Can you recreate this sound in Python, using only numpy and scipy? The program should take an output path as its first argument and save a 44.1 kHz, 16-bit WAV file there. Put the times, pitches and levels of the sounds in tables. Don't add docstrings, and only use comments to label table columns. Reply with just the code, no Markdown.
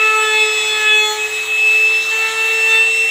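import sys
import numpy as np
from scipy import signal
from scipy.fft import rfft, irfft
from scipy.io import wavfile

SR = 44100
rng = np.random.default_rng(int(sys.argv[2]) if len(sys.argv) > 2 else 0)


def digitize_waveform(pressure):
    field = np.atleast_2d(pressure).T
    bounded = np.clip(field, -1, 1)
    quanta = np.round(bounded * 32767).astype(np.int16)
    wavfile.write(sys.argv[1], SR, quanta)


N = 136710
TIME_S = np.arange(N) / SR


def amp(db):
    return 10 ** (np.asarray(db) / 20)


def rms_one(x):
    return x / np.sqrt(np.mean(x ** 2) + 1e-20)


def in_time(rows):
    start_s, *columns = np.transpose(rows)
    return [np.interp(TIME_S, start_s, column) for column in columns]


def swells(rows):
    start_s, *columns = np.transpose(rows)
    return [20 * np.log10(np.interp(TIME_S, start_s, amp(column))) for column in columns]


def drift(rate_hz):
    step = 40
    settle = 2000
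    pole = np.exp(-2 * np.pi * step * rate_hz / SR)
    noise = rng.standard_normal(N // step + 2 + settle)
    slow = signal.lfilter([1], [1, -2 * pole, pole * pole], noise)[settle:]
    return np.interp(np.arange(N) / step, np.arange(len(slow)), rms_one(slow))


# start_s, speed_turns_per_s (before jitter)
SHAFT_SPEED = [(0, 436.2), (.1, 435.6), (.3, 432.8), (.74, 430), (1.1, 426.2), (1.24, 427.6), (1.45, 432.2),
               (2.1, 442.1), (2.3, 443.5), (2.75, 445.5), (3.1, 448.2)]
SPEED_JITTER, JITTER_HZ = 0.00049, 17


def shaft_turns():
    speed, = in_time(SHAFT_SPEED)
    return np.cumsum(speed * (1 + SPEED_JITTER * drift(JITTER_HZ))) / SR


TONE_GAPS = {2: [2.5, 2.605], 10: [2.34, 2.52], 12: [1.915], 18: [0.92, 1.02, 1.26, 1.32, 1.405]}
GAP_S = 0.022
SHIMMER_DB, SHIMMER_HZ = 1.25, 14


def tone(turns, multiple, level_db):
    start = rng.uniform(0, 2 * np.pi)
    gaps = [np.tanh((TIME_S - centre_s) / GAP_S) for centre_s in TONE_GAPS.get(multiple, [])]
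    gate = np.prod(gaps, axis=0)
    level = np.sqrt(2) * amp(level_db + SHIMMER_DB * drift(SHIMMER_HZ))
    return gate * level * np.sin(2 * np.pi * multiple * turns + start)


# start_s, level_db
SHAFT_HUM = [(0.0, -25.5), (0.36, -23), (0.66, -30.5), (0.8, -29), (0.99, -25.5), (1.33, -31),
             (1.39, -37.5), (1.85, -31), (2.11, -38), (2.13, -32.5), (2.75, -26.5), (2.85, -31),
             (3.05, -31), (3.09, -38)]
# start_s, level_db
BLADE_TONE = [(0.0, -13.5), (0.22, -16.5), (0.26, -22), (0.34, -14), (0.42, -13.5), (0.46, -16),
              (0.76, -22.5), (0.95, -11), (1.0, -15), (1.06, -24.5), (1.08, -37), (1.17, -38), (1.215, -19),
              (1.26, -19), (1.285, -40), (1.32, -22), (1.42, -21), (1.46, -27), (1.49, -20.0),
              (1.68, -10.5), (1.73, -14.5), (1.86, -11), (1.98, -13), (2.05, -21), (2.08, -16.5),
              (2.25, -17), (2.31, -27), (2.45, -14), (2.54, -16), (2.8, -10.5), (2.95, -16.5), (3.09, -15)]
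# start_s, level_12_a_turn_db, level_18_a_turn_db, level_24_a_turn_db
BLADE_OVERTONES = [(0.0, -43, -41.0, -70.1), (0.15, -46, -36.5, -52), (0.18, -57.4, -27, -58),
                   (0.26, -38, -28, -46), (0.37, -43, -32.5, -59), (0.42, -34.5, -29.5, -52),
                   (0.73, -36, -29.5, -47.5), (0.97, -56, -33, -63), (1.09, -44, -30, -52),
                   (1.15, -46, -58, -53), (1.22, -47, -33, -70.1), (1.35, -41.5, -30.5, -49),
                   (1.47, -61, -37.5, -49), (1.51, -50, -47, -66), (1.69, -40, -36.5, -53.4),
                   (1.86, -37.5, -44, -57), (1.97, -31, -41, -48), (2.04, -35.5, -44, -55),
                   (2.15, -48, -41, -56), (2.29, -39, -40.6, -44.5), (2.5, -48, -60.6, -45),
                   (2.58, -35.5, -35.5, -70.1), (2.88, -45, -32, -70.1), (2.95, -35.5, -31.5, -70.1),
                   (3.09, -38, -41, -64.2)]


def motor(turns):
    multiples = [1, 6, 12, 18, 24]
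    levels = swells(SHAFT_HUM) + swells(BLADE_TONE) + swells(BLADE_OVERTONES)
    return sum(tone(turns, k, db) for k, db in zip(multiples, levels))


BITE_MULTIPLES = [2, 3, 4, 5, 8, 10, 16]
# start_s,
# then level_2_db, level_3_db, level_4_db, level_5_db, level_8_db, level_10_db, level_16_db by multiple
BITE_PASSES = [
    [(0.0, -35, -25.5, -29, -28, -49, -57, -52), (0.11, -32, -17.5, -24, -28, -51.8, -39.5, -44),
     (0.19, -26, -18, -33, -32, -33, -38.4, -39.0), (0.28, -37.2, -24, -19.5, -36, -23.5, -41.5, -47),
     (0.37, -26.5, -41, -26, -24, -24, -32, -56.5), (0.41, -28.5, -33.4, -39, -24, -21.5, -35.0, -38),
     (0.47, -34.1, -28.5, -32, -35, -28, -48, -45), (0.56, -46, -38, -41, -49, -25, -38, -40),
     (0.65, -36.5, -33, -55, -34, -22.1, -42, -38), (0.69, -33, -38, -35, -42.0, -20.5, -36.1, -38),
     (0.75, -33.5, -31, -32, -33.1, -20.5, -33, -56.5), (0.82, -31.5, -28, -23.5, -32, -36, -38, -40),
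     (0.88, -33.5, -29.1, -19, -29.5, -22, -47, -53), (0.94, -33.5, -34, -22, -34, -14.5, -42.2, -40),
     (1.0, -30.5, -36, -29.5, -30, -21, -32, -33), (1.05, -27.5, -26.5, -34, -25.5, -15.5, -29.5, -32),
     (1.11, -24.5, -29.5, -30, -47, -23.5, -25, -29), (1.18, -31.5, -37.5, -37.5, -48, -40, -45, -44),
     (1.31, -63, -54, -32, -47, -52, -60, -56.5)],
    [(2.105, -32, -42, -25, -40, -40, -43.5, -42), (2.16, -42, -39, -29.5, -37, -54, -39, -37),
     (2.25, -34.5, -29, -30, -32, -40, -41, -59), (2.66, -35.5, -48, -30, -37, -51.8, -41.5, -53),
     (2.71, -35, -30.5, -25, -35.6, -25, -38, -35), (2.76, -28, -33.5, -23, -33, -19.5, -36, -51),
     (2.8, -39, -47, -24.5, -52, -28, -37, -56.5), (2.89, -52, -50, -51, -50.5, -45, -45, -48)],
]
BITE_FOLLOWERS = {(7, 2): -14.5, (9, 3): -12.5, (14, 6): -3.5, (20, 4): -27, (22, 4): -37, (26, 6): -22, (28, 5): -29, (30, 5): -25, (32, 6): -20, (34, 6): -19, (36, 5): -17.5}
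FADE_DB, FADE_HZ = 3, 8.2
LIFT_S = 0.013


def bit(turns):
    out = 0
    for rows in BITE_PASSES:
        start_s, end_s = rows[0][0], rows[-1][0]
        if start_s == 0:
            start_s -= LIFT_S
        touch = np.clip(np.minimum(TIME_S - start_s, end_s - TIME_S) / LIFT_S, 0, 1)
        levels = swells(rows)
        main = sum(tone(turns, k, db) for k, db in zip(BITE_MULTIPLES, levels))
        weak = 0
        for (multiple, followed), offset_db in BITE_FOLLOWERS.items():
            level_db = levels[followed] + offset_db + FADE_DB * drift(FADE_HZ)
            weak = weak + tone(turns, multiple, level_db)
        out = out + touch * (main + weak)
    return out


ECHO_DB, ECHO_T60_S = -5, 0.2
SHIFT_PER_S = 0.58


def echoes(x):
    t = np.arange(SR // 4) / SR
    sparse = rng.random((2, len(t))) < .02
    tails = rng.standard_normal((2, len(t))) * sparse * amp(-60 * t / ECHO_T60_S)
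    tails = tails * (t > .002)
    one, other = signal.fftconvolve(np.tile(x, (1, 2)), tails, axes=1)[:, N:2 * N]
    angle = np.pi * SHIFT_PER_S * TIME_S
    wet = np.cos(angle) * rms_one(one) + np.sin(angle) * rms_one(other)
    return (x + amp(ECHO_DB) * wet) / np.sqrt(1 + amp(2 * ECHO_DB))


# freq_hz, density_db_per_hz
RUSH_COLOUR = [(30.0, -46), (55.0, -33), (100.0, -31), (140.0, -28.5), (270.0, -27.5), (420, -18),
               (600.0, -22), (680.0, -20.5), (760.0, -10), (1000.0, -17.5), (1280.0, -10.5), (1500.0, -18),
               (1880.0, -7), (2300.0, -9), (2900.0, -11.5), (3850.0, -7.5), (4300.0, -17), (4900.0, -25),
               (5700.0, -24.5), (7000.0, -17.5), (7700.0, -20), (9000.0, -30), (11500.0, -33),
               (14000.0, -32.5), (15400.0, -28)]
# start_s, level_db, treble_boost_db
RUSH_LEVEL = [(0.0, -33.5, 3), (0.21, -33.5, 2), (0.87, -33.5, 3), (0.96, -37, 5.5), (1.3, -34, 3.5),
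              (2.5, -32.5, 3), (2.73, -33, 3.5), (3.1, -34.5, 3)]
RUSH_LIFT_DB, TREBLE_HZ = 7, 5000
PATCHY_DB, PATCHY_HZ = 1.75, 6
THROB = 0.16


def rush(turns):
    hz = np.maximum(np.arange(N // 2 + 1) * SR / N, 1)
    colour_hz, colour_db = np.array(RUSH_COLOUR).T
    colour = amp(np.interp(np.log(hz), np.log(colour_hz), colour_db))
    spectrum = rfft(echoes(rng.standard_normal(N))) * colour
    spectrum /= np.sqrt(np.mean(irfft(spectrum, N) ** 2))
    level_db, treble_db = in_time(RUSH_LEVEL)
    place = np.clip(3 * np.log2(hz / 60), 0, 24)
    out = 0
    for k in range(25):
        overlap = np.clip(1 - abs(place - k), 0, 1)
        band = irfft(spectrum * overlap, N)
        is_treble = 60 * 2 ** (k / 3) > TREBLE_HZ
        out = out + band * amp(PATCHY_DB * drift(PATCHY_HZ) + treble_db * is_treble)
    throb = 1 + THROB * np.sin(2 * np.pi * turns)
    return out * amp(level_db + RUSH_LIFT_DB) * throb


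# pitch_hz, resonance_width_hz (of each filter stage), level_db (rms)
SHOP_HUM = [(77.4, 6, -75), (100.4, 5.8, -64), (156, 9, -72.5), (271.6, 17, -74)]


def low_hum():
    out = 0
    for pitch_hz, width_hz, level_db in SHOP_HUM:
        pole = np.exp(-np.pi * width_hz / SR)
        top = [1, 0, -1]
        bottom = [1, -2 * pole * np.cos(2 * np.pi * pitch_hz / SR), pole * pole]
        ring = signal.lfilter(top, bottom, rng.standard_normal(2 * N))
        ring = signal.lfilter(top, bottom, ring)[N:]
        out = out + amp(level_db) * rms_one(ring)
    return out


def scene():
    turns = shaft_turns()
    mono = motor(turns) + bit(turns) + rush(turns) + low_hum()
    return np.tile(mono, (2, 1))


CUTOFF_HZ = 15560


def record(dry):
    lowpass = signal.ellip(12, .5, 80, CUTOFF_HZ, fs=SR, output="sos")
    return signal.sosfilt(lowpass, dry)


dry = scene()
out = record(dry)
digitize_waveform(out)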